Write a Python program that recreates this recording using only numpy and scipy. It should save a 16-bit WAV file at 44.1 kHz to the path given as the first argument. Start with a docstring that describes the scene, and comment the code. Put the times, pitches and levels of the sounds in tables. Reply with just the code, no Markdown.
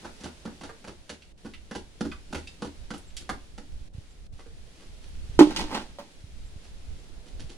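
"""Outdoors, by a wooden form and block walls: a builder on a ladder shakes and knocks a plastic bucket
on the form so that wet concrete slides out, then lets the empty bucket fall on stony ground.
Knocks are noise crunches plus ringing modes, sliding is coloured grains, the falling bucket a set of modes.
Walls throw back short echoes; leaves hiss, chirps are sines, light wind buffets the microphone as low noise."""
import sys
import numpy as np
from scipy import signal
from scipy.fft import rfft, irfft
from scipy.io import wavfile
from scipy.ndimage import uniform_filter1d

SR = 44100
rng = np.random.default_rng(int(sys.argv[2]) if len(sys.argv) > 2 else 0)


def pcm_store(signal):
    """Save signal as 16-bit PCM."""
    levels = np.round(np.clip(np.atleast_2d(signal), -1, 1) * 32767)
    wavfile.write(sys.argv[1], SR, levels.astype(np.int16).T)


N = 333832
TIME = np.arange(N) / SR


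def from_db(db):
    """Level in dB to amplitude."""
    return 10 ** (np.asarray(db) / 20)


def unit_energy(x):
    """Scale to a sum of squares of 1."""
    return x / np.sqrt(np.sum(x ** 2) + 1e-20)


def at_hz(points, hz):
    """Read a table along a log-frequency axis."""
    table = np.array(points)
    return np.interp(np.log(hz + 1), np.log(table[:, 0]), table[:, 1])


def in_time(rows):
    """Each column of a curve at every sample."""
    s, *columns = np.vstack(rows).T
    return [np.interp(TIME, s, column) for column in columns]


def wander(per_s):
    """Random level: a new normal value per_s times a second, straight lines between."""
    return np.interp(TIME * per_s, np.arange(SR), rng.standard_normal(SR))


def through(x, response):
    """Pass a sound through an impulse response."""
    return signal.fftconvolve(np.atleast_2d(x), np.atleast_2d(response), axes=-1)[:, :N]


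def colour(x, spectrum, size=4096):
    """Causal (minimum-phase) filter with this spectrum; white input keeps its power."""
    gain = from_db(at_hz(spectrum, np.arange(size // 2 + 1) * SR / size))
    cepstrum = irfft(np.log(gain))
    cepstrum[1:size // 2] *= 2
    cepstrum[size // 2 + 1:] = 0
    return through(x, unit_energy(irfft(np.exp(rfft(cepstrum)))))


# Left-right likeness of diffuse sound. Each row: frequency in Hz, likeness 0-1.
LIKENESS_BY_HZ = [(60, 1), (290, 0.86), (640, 0.2), (1400, 0), (3000, 0), (12000, 0)]


def diffuse(size):
    """White stereo noise, alike in the bass and unrelated in the treble."""
    alike = np.clip(at_hz(LIKENESS_BY_HZ, np.arange(size // 2 + 1) * SR / size), -1, 1)
    mid, side = rfft(rng.standard_normal((2, size)))
    spectra = np.sqrt(1 + alike) * mid + np.sqrt(1 - alike) * side * [[1], [-1]]
    return irfft(spectra / np.sqrt(2), size)


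def ring(modes):
    """One second of decaying sines, from modes of (Hz, dB, t60 s)."""
    t = TIME[:SR]
    return sum(from_db(db - 60 * t / t60) * np.sin(2 * np.pi * hz * t) for hz, db, t60 in modes)


def add(track, s, sound):
    """Mix a sound in at time s."""
    start = max(int(s * SR), 0)
    track[start:start + len(sound)] += sound[:N - start]


def pan(pan_db):
    """Left and right gains; positive favours the left."""
    return from_db([[pan_db / 2], [-pan_db / 2]])


def radiate(x, corner_hz):
    """A small body gives off little deep bass."""
    return signal.sosfilt(signal.butter(2, corner_hz, "high", fs=SR, output="sos"), x)


def soften(x, corner_hz):
    """A yielding contact lasts a while, so it rings no high notes."""
    return signal.sosfilt(signal.butter(2, corner_hz, fs=SR, output="sos"), x)


def distant(x, corner_hz):
    """Distance takes off the top."""
    return signal.sosfilt(signal.butter(3, corner_hz, fs=SR, output="sos"), x)


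def grains(size, spread_db=4.0, per_s=5000):
    """Tiny clicks at random moments and of very uneven size; rms 1."""
    sizes = from_db(spread_db * np.minimum(rng.exponential(1, size), 4)) * rng.choice([-1, 1], size)
    clicks = sizes * (rng.random(size) < per_s / SR)
    return unit_energy(clicks) * np.sqrt(size)


def crunch(decay_s, snap=0.42, rise_s=0.0025, size=8192):
    """A contact: one snap, then sand crushed under it."""
    t = TIME[:size]
    envelope = np.exp(-t / max(decay_s, .001)) * (1 - np.exp(-t / rise_s))
    burst = unit_energy(grains(size) * envelope)
    burst[0] += snap
    return unit_energy(burst)


def contact(decay_s, spectrum, depth_db=3.0, count=22):
    """A crunch in the colour of the body; each contact point favours resonances of its own."""
    hz = np.geomspace(400, 9000, count)
    spot = np.c_[hz, depth_db * rng.standard_normal(count)]
    return unit_energy(colour(colour(crunch(decay_s), spot, size=1024), spectrum)[0])


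# Background spectra. Each row: frequency in Hz, density in dB per Hz.
LEAF_SPECTRUM = [(900, -12), (1400, -2), (2200, -0.5), (3800, 0), (6000, -4), (8500, -7.5), (10200, -8),
                 (12000, -22), (16000, -29)]
VALLEY_SPECTRUM = [(60, -7.5), (150, 2.5), (330, -2), (550, -4), (850, -10), (1500, -18.5), (4000, -45.5),
                   (10000, -38.5), (16000, -56)]
# Relative levels of the open air. Each row: time in seconds, leaf hiss in dB, valley wash in dB.
AIR_LEVELS = [(0.0, -56.5, -54.5), (1.3, -65, -61), (2.5, -60.5, -58), (4.24, -65, -61.5),
              (5.3, -59.5, -57), (6.2, -62.5, -60.5), (7.57, -61.5, -54.5)]


def outdoors(leaves_db=3, valley_db=0, stir_db=0.62, stirs_per_s=9):
    """Leaves hiss as the breeze stirs them, over the dull wash of the valley."""
    hiss, wash = in_time(AIR_LEVELS)
    stir = stir_db * wander(stirs_per_s)
    leaves = from_db(hiss + leaves_db + stir) * colour(diffuse(N), LEAF_SPECTRUM)
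    valley = from_db(wash + valley_db + stir) * colour(diffuse(N), VALLEY_SPECTRUM)
    return leaves + valley


# Rumble spectrum. Each row: frequency in Hz, density in dB per Hz.
WIND_SPECTRUM = [(15, 3), (35, -0.5), (70, -4), (110, -16), (170, -22.5), (300, -40), (700, -70)]
# Strength of the breeze. Each row: time in seconds, relative rumble level in dB.
GUST_LEVELS = [(0.0, -60), (0.5, -55), (1.4, -58), (2.4, -50), (2.8, -48.5), (3.3, -49), (3.95, -46),
               (4.17, -49), (4.3, -42.5), (4.8, -51), (5.08, -43.5), (5.25, -37.5), (5.75, -50),
               (6.12, -58), (6.45, -44), (7.15, -48.5), (7.43, -42.5), (7.57, -47)]
# Puffs on the microphone. Each row: time in seconds, relative level in dB.
PUFF_EVENTS = [(3.952, -26), (3.987, -21), (4.34, -29.5), (5.3, -27), (5.385, -18.5), (6.244, -26.5),
               (6.565, -28), (7.447, -26)]


def wind(level_db=1.5, pan_db=-3, shared=0.72, lumpy_db=4.5, lumps_per_s=11,
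         puff_db=0, puff_hz=86, puff_t60_s=0.03):
    """Partly shared eddies rumble unevenly on the microphone ports; a few arrive as single puffs."""
    eddies = rng.standard_normal((2, N)) + shared * rng.standard_normal(N)
    uneven = lumpy_db * wander(lumps_per_s)
    rumble = from_db(in_time(GUST_LEVELS)[0] + level_db + uneven) * colour(eddies, WIND_SPECTRUM)
    onset = (1 - np.exp(-TIME[:SR] / 0.0025)) ** 2
    puffs = np.zeros(N)
    for s, db in PUFF_EVENTS:
        add(puffs, s - .005, 2 * onset * ring([(puff_hz, db + puff_db, puff_t60_s)]))
    return (rumble + puffs) * pan(pan_db)


# Grit spectrum. Each row: frequency in Hz, density in dB per Hz.
GRIT_SPECTRUM = [(900, -14), (1800, -0.5), (2800, 3.5), (4500, 2.5), (7000, -3), (8500, -8.5),
                 (10300, -3.5), (12000, -46), (16000, -49.5)]


def crumbs(per_s=12, level_db=-44, spread_db=1.8):
    """Stray bits of grit tick faintly now and then."""
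    sizes = from_db(level_db + spread_db * np.minimum(rng.exponential(1, N), 3))
    return colour(sizes * (rng.random(N) < per_s / SR), GRIT_SPECTRUM)


# Shakes of the bucket: it hits the form, rebounds and hits again; levels are relative.
# Each row: start in seconds, first clack in dB, rebound delay in seconds, second clack in dB,
# thump in dB, grit in dB re the clack, concrete let go in dB.
SHAKE_EVENTS = [(0.032, -53, .015, -35.5, -52.5, -13.5, -43.5), (0.207, -51, .030, -42, -46, 2, -38),
                (0.453, -38.5, 0.011, -60, -34, -7.5, -43), (0.611, -41.5, .024, -37.5, -45, -7, -45),
                (0.843, -41.5, 0.032, -38.5, -47.5, -8.5, -42.5),
                (1.094, -36.5, .012, -45.5, -48, -1, -46.5), (1.448, -46, 0.0087, -42, -38, -10.5, -47),
                (1.711, -36, .040, -31.5, -37, -8, -38.5), (2.008, -31.5, .045, -41.5, -25.5, -6, -35.5),
                (2.327, -33, .020, -30, -37.5, -7.5, -32.5), (2.621, -32, 0.025, -38.5, -31.5, -8, -38),
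                (2.905, -34, .033, -38, -35, -7.5, -43), (3.292, -27.5, .015, -42, -37, -9.5, -41),
                (3.579, -42, .014, -58, -44.5, -5, -57)]
# Lone bumps on the boards. Each row: start in seconds, relative clack in dB, relative thump in dB.
BUMP_EVENTS = [(0.693, -39.5, -50.5), (4.392, -47, -60), (4.459, -57, -55)]
# Kinds of contact: thump pitch in Hz, thump weight in dB, crunch decay in seconds.
FIRST_CONTACT, SECOND_CONTACT = (226.5, 0, 0.0074), (293, -7, 0.01)
BUMP_CONTACT, BUMP_GRIT_DB = (455, 0, .013), -16


def blows():
    """Two blows per shake, one per bump: (s, clack dB, thump dB, grit dB re the clack, contact)."""
    hits = []
    for s, first, rebound_s, second, thump, grit, _ in SHAKE_EVENTS:
        hits.append((s, first, thump, grit, FIRST_CONTACT))
        hits.append((s + rebound_s, second, thump, grit, SECOND_CONTACT))
    for s, clack, thump in BUMP_EVENTS:
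        hits.append((s, clack, thump, BUMP_GRIT_DB, BUMP_CONTACT))
    return hits


# Boards of the form. Each row: mode in Hz, level in dB, t60 in seconds.
FORM_MODES = [(157, -18, 0.25), (191, 0, 0.069), (283, -11.5, 0.22), (333, -12, 0.18), (372, -20.5, 0.15),
              (482, -12.5, 0.05)]
# Rim on wood. Each row: frequency in Hz, density in dB per Hz.
CLACK_SPECTRUM = [(250, -22.5), (500, 2), (700, -4.5), (850, 5.5), (980, -3), (1300, -6.5), (1700, -5.5),
                  (2400, -15.5), (5000, -32), (13000, -39)]


def knocks(clack_db=23, grit_db=23.5, thump_db=7.5, boards_db=5.0, thump_t60_s=0.093):
    """The loaded bucket gives a dead thump, the boards ring on and the rim clacks on sandy wood."""
    rim, body = np.zeros((2, N))
    boards = ring(FORM_MODES)
    for s, clack, thump, grit, (hz, weight_db, decay_s) in blows():
        add(rim, s, from_db(clack + clack_db) * contact(decay_s, CLACK_SPECTRUM))
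        add(rim, s, from_db(clack + grit + grit_db) * contact(decay_s, GRIT_SPECTRUM, depth_db=-0.5))
        add(body, s + 0.0017, from_db(thump + weight_db + thump_db) * ring([(hz, 0, thump_t60_s)]))
        add(body, s, from_db(thump + weight_db + boards_db) * boards)
    return radiate(rim + soften(body, 1300), 240)


LUMP_DB, LUMP_LAG_S = -1.5, 0.0033


def lumps(hz=78, t60_s=0.49, rise_s=0.0047):
    """The concrete of each shake lands softly and sets the tall hollow of the form humming."""
    onset = 1 - np.exp(-TIME[:SR] / rise_s)
    out = np.zeros(N)
    for s, _, rebound_s, _, _, _, concrete in SHAKE_EVENTS:
        add(out, s + rebound_s + LUMP_LAG_S, onset * ring([(hz, concrete + LUMP_DB, t60_s)]))
    return out


# The slide is fastest just after the second contact.
SLIDE_LAG_S, SLIDE_SWELL_S, SLIDE_FADE_S = .016, 0.022, 0.023
RASP_DB, RASP_DB_PER_S = -1, -9   # stones rasp less as the bucket empties
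SLIDE_GRIT_DB = -7.5


def slides():
    """Every shake lets concrete slide: (s, rasp dB, hollow dB, grit dB, swell s, fade s)."""
    strokes = []
    for s, _, rebound_s, clack, _, grit, concrete in SHAKE_EVENTS:
        peak_s = s + rebound_s + SLIDE_LAG_S
        rasp = concrete + RASP_DB + RASP_DB_PER_S * s
        strokes.append((peak_s, rasp, concrete, clack + grit + SLIDE_GRIT_DB, SLIDE_SWELL_S, SLIDE_FADE_S))
    return strokes


# Hollow of the bucket. Each row: frequency in Hz, density in dB per Hz.
HOLLOW_SPECTRUM = [(50, -29.5), (78, -7), (110, -11.5), (220, 2), (295, -1), (390, -2), (470, -17.5),
                   (620, -15.5), (1000, -45.5)]


def sliding(rows, treble, stutter_db=1.5, slips_per_s=170):
    """Grains swell and fade, stuttering as if catching and slipping, and sound a hollow body."""
    rasp, hollow, grit = drive = np.zeros((3, N))
    for s, rasp_db, hollow_db, grit_db, swell_s, fade_s in rows:
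        stroke = np.exp(-np.maximum((s - TIME) / swell_s, (TIME - s) / fade_s).clip(0, 20))
        drive += from_db([[rasp_db], [hollow_db], [grit_db]]) * stroke
    slips = from_db(stutter_db * wander(slips_per_s))
    layers = [(rasp, CLACK_SPECTRUM), (hollow, HOLLOW_SPECTRUM), (grit, treble)]
    return sum(colour(level * slips * grains(N, per_s=1300), spectrum) for level, spectrum in layers)


# Clinks of stones and the rim on steel, and one hard clack of the bucket on the form.
# Each row: start in seconds, relative level in dB, pitch in Hz, ring in dB added to the row's own level.
CLINK_EVENTS = [(1.221, -50.5, 2850, -18), (1.537, -43, 2330, -25), (2.116, -44.5, 2513, 1),
                (2.120, -43, 1180, -3), (2.473, -50, 2660, 8), (2.473, -49, 4700, -3),
                (2.978, -47.5, 10300, -20), (3.104, -59, 3020, -7), (3.168, -37, 3310, -13),
                (3.167, -38.5, 7340, -11), (3.293, -31, 1100, -13)]
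CLINK_CRUNCH_S = 0.0088


def clinks(level_db=25, t60_s=0.09, tick_db=-1):
    """A rough tick around one pitch, and a short damped ring with its overtones."""
    out = np.zeros(N)
    for s, db, hz, ring_db in CLINK_EVENTS:
        around = [(hz / 4, -30), (hz / 2, -10), (hz, 0), (hz * 1.54, -5), (hz * 3, -22)]
        tick = colour(crunch(CLINK_CRUNCH_S), around)[0]
        tone = unit_energy(ring([(hz, 0, t60_s), (hz * 1.9, -6, t60_s / 2), (hz * 1.4, -5, t60_s / 2)]))
        add(out, s, from_db(db + level_db + tick_db) * tick)
        add(out, s, from_db(db + level_db + ring_db) * tone)
    return signal.sosfilt(signal.butter(6, 10800, fs=SR, output="sos"), out)


DIP_STARTS_S, DIP_S = [1.326, 3.885, 4.274], .05


def dipping(x, depth_db=-13, corner_hz=800):
    """The treble dips briefly now and then, while the bass carries on."""
    dips = sum(1. * ((TIME > start) & (TIME < start + DIP_S)) for start in DIP_STARTS_S)
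    dipped = uniform_filter1d(dips, size=300)
    bass = signal.sosfiltfilt(signal.butter(2, corner_hz, fs=SR, output="sos"), x)
    return bass + (x - bass) * from_db(depth_db * dipped)


# Faint chirps from the bushes. Each row: centre in seconds, level in dB.
CHIRP_EVENTS = [(3.086, -59), (4.115, -65), (6.47, -64), (7.0, -66)]


def chirps(hz=7580, length_s=0.012, glide_hz_per_s=-3000):
    """Short, thin whistles that fall slightly."""
    t = TIME[:SR // 5] - .1
    bell = np.exp(-(t / length_s) ** 2 / 2)
    whistle = bell * np.sin(2 * np.pi * (hz + glide_hz_per_s * t / 2) * t)
    out = np.zeros(N)
    for s, db in CHIRP_EVENTS:
        add(out, s + t[0], from_db(db) * whistle)
    return out


# Faint rustles of handling and a few falling crumbs.
# Each row: peak in seconds, relative level in dB, swell in seconds.
RUSTLE_EVENTS = [(3.215, -58.5, .027), (4.395, -60, 0.013), (4.83, -61.5, 0.048), (5.04, -62, 0.0037),
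                 (5.338, -60.5, 0.0033), (6.649, -60.5, .02), (7.264, -59, 0.0043), (7.396, -52, .002),
                 (7.498, -54.5, 0.0073)]
RUSTLE_HOLLOW_DB, RUSTLE_GRIT_DB, RUSTLE_FADE_S = 3.5, 3.5, 0.024


def rustles():
    """Faint rustles of handling and a few falling crumbs, as strokes all of one colour."""
    return [(s, db, db + RUSTLE_HOLLOW_DB, db + RUSTLE_GRIT_DB, swell_s, RUSTLE_FADE_S)
            for s, db, swell_s in RUSTLE_EVENTS]


# Falling bucket on the ground; levels are relative.
# Each row: start in seconds, clack in dB, boom in dB, gravel in dB, pitch in Hz.
LANDING_EVENTS = [(5.391, -17, -2, -22.5, 339.5), (5.4021, -28, -25, -29, 340),
                  (5.4081, -46, 2.5, -29, 300.2), (5.4713, -65, -21.5, -43.5, 312.6),
                  (5.562, -36, -41, -27, 343), (5.591, -31.5, -35, -34, 293), (5.641, -58, -30, -47, 304),
                  (5.713, -36, -37, -58, 298), (5.746, -31, -37, -33.5, 314),
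                  (5.986, -41, -36.5, -48.5, 573)]
# Modes of the empty bucket. Each row: multiple of its pitch, level in dB, share of the boom's t60.
BUCKET_MODES = [(1, 0, 1), (1.21, -11, 1.1), (.645, -18, 1.2), (1.62, -31, 1.1), (1.95, -26, 1),
                (2.38, -29, .7), (2.82, -17, .6), (3.24, -24, .55), (3.42, -26, .55), (4.23, -26, .5)]
# Plastic wall on the ground, and gravel. Each row: frequency in Hz, density in dB per Hz.
CRACK_SPECTRUM = [(250, -21), (450, -11), (680, -7), (870, 3.5), (1050, -1.5), (1300, -2), (1600, -9.5),
                  (2200, -8.5), (5000, -30)]
GRAVEL_SPECTRUM = [(900, -16), (1800, 0.5), (2700, 5.5), (4200, 4.5), (7000, -5), (10300, -11.5),
                   (12000, -28.5), (16000, -40)]
BOOM_HZ, BOOM_T60_S, SQUASH_DAMPING = 304.5, .12, 2.0
LANDING_CRUNCH_S, CRUNCH_HALVES_DB = .012, 13   # decay at a -40 dB clack; harder ones crush faster


def landings(clack_db=25.0, gravel_db=26, boom_db=3, boom_pan_db=-2, shortest_t60_s=0.092):
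    """The empty bucket booms like a drum, higher and shorter while squashed; gravel crunches under it."""
    stones, boom = np.zeros((2, N))
    for s, clack, boom_level, gravel, hz in LANDING_EVENTS:
        decay_s = LANDING_CRUNCH_S * .5 ** ((clack + 40) / CRUNCH_HALVES_DB)
        t60_s = max(BOOM_T60_S * (BOOM_HZ / hz) ** SQUASH_DAMPING, shortest_t60_s)
        modes = [(hz * multiple, db, t60_s * share) for multiple, db, share in BUCKET_MODES]
        add(stones, s, from_db(clack + clack_db) * contact(decay_s, CRACK_SPECTRUM, depth_db=2.5))
        add(stones, s, from_db(gravel + gravel_db) * contact(decay_s, GRAVEL_SPECTRUM, depth_db=0.0))
        add(boom, s, -from_db(boom_level + boom_db) * ring(modes))
    return stones + radiate(soften(boom, 1100), 320) * pan(boom_pan_db)


def spray(sand_db=-21, rumble_db=-22, t60_s=1.0):
    """Each landing throws up sand that patters down again, over a dull rumble from the yard."""
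    power = sum(from_db(gravel - 60 * np.abs(TIME - s) / t60_s) ** 2 * (TIME > s)
                for s, _, _, gravel, _ in LANDING_EVENTS)
    sand = from_db(sand_db) * colour(diffuse(N), GRAVEL_SPECTRUM)
    rumble = from_db(rumble_db) * colour(diffuse(N), VALLEY_SPECTRUM)
    return np.sqrt(power) * (sand + rumble)


# Bucket scuffing over gravel between bounces.
# Each row: peak in seconds, relative level in dB, swell in seconds, fade in seconds.
SCUFF_EVENTS = [(5.51, -39.5, 0.018, .02), (5.605, -33.5, 0.023, 0.023), (5.755, -35, 0.036, 0.042),
                (5.998, -50, 0.0061, 0.042)]
SCUFF_HOLLOW_DB, SCUFF_GRIT_DB = 1, -5


def scuffs():
    """Strokes of the bucket over the gravel, all of one colour."""
    return [(s, db, db + SCUFF_HOLLOW_DB, db + SCUFF_GRIT_DB, swell_s, fade_s)
            for s, db, swell_s, fade_s in SCUFF_EVENTS]


def yard(x, echoes, tail_db, t60_s, lag_s, pan_db, scatter_hz):
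    """Direct sound, slaps from the block walls and a scattered tail, thin in the bass."""
    t = TIME[:SR]
    noise = radiate(diffuse(SR), scatter_hz)
    low = signal.sosfilt(signal.butter(1, 2500, fs=SR, output="sos"), noise)
    decaying = low * from_db(-60 * t / t60_s) + (noise - low) * from_db(-60 * t / (1.01 * t60_s))
    response = from_db(tail_db) * unit_energy(decaying * (1 - np.exp(-t / 0.00067)))
    direct = (0.00032, 0.014, lag_s)
    for delay_s, db, later_s in [direct] + echoes:
        response[0, int(abs(delay_s) * SR)] += from_db(db)
        response[1, int(abs(delay_s + later_s) * SR)] += from_db(db)
    return through(x, response) * pan(pan_db)


# Wall echoes from the ladder and from the ground.
# Each row: delay in seconds, level in dB, right ear later by seconds (negative: earlier).
LADDER_ECHOES = [(.0065, -13.5, .0003), (0.0147, -14, 0.0034), (0.042, -11.5, -0.041), (0.08, -44, .0002)]
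GROUND_ECHOES = [(.0232, -24, .0002), (.11, -34, -.0003)]


def scene():
    """Work at the top of the form and the fall to the ground, each with its own echoes, in the open air."""
    pouring = knocks() + lumps() + clinks() + crumbs()
    pouring = pouring + from_db(-1) * sliding(slides() + rustles(), GRIT_SPECTRUM)
    falling = landings() + from_db(0.5) * sliding(scuffs(), GRAVEL_SPECTRUM, stutter_db=2.5)
    at_form = yard(pouring, LADDER_ECHOES, tail_db=0.0, t60_s=0.24, lag_s=0, pan_db=-2.5, scatter_hz=261)
    at_ground = yard(falling, GROUND_ECHOES, tail_db=0.5, t60_s=0.14, lag_s=.00012, pan_db=-3.0,
                     scatter_hz=650)
    work = distant(at_form, corner_hz=11800) + distant(at_ground + spray(), corner_hz=15000)
    return dipping(work + outdoors()) + chirps() + wind()


CUTOFF_HZ = 15900


def record(dry):
    """The loudest peaks are rounded off and the top is cut."""
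    rounded = dry / (1 + dry ** 4) ** (1 / 4)
    return signal.sosfilt(signal.ellip(10, .1, 80, CUTOFF_HZ, fs=SR, output="sos"), rounded)


dry = scene()
out = record(dry)
pcm_store(out)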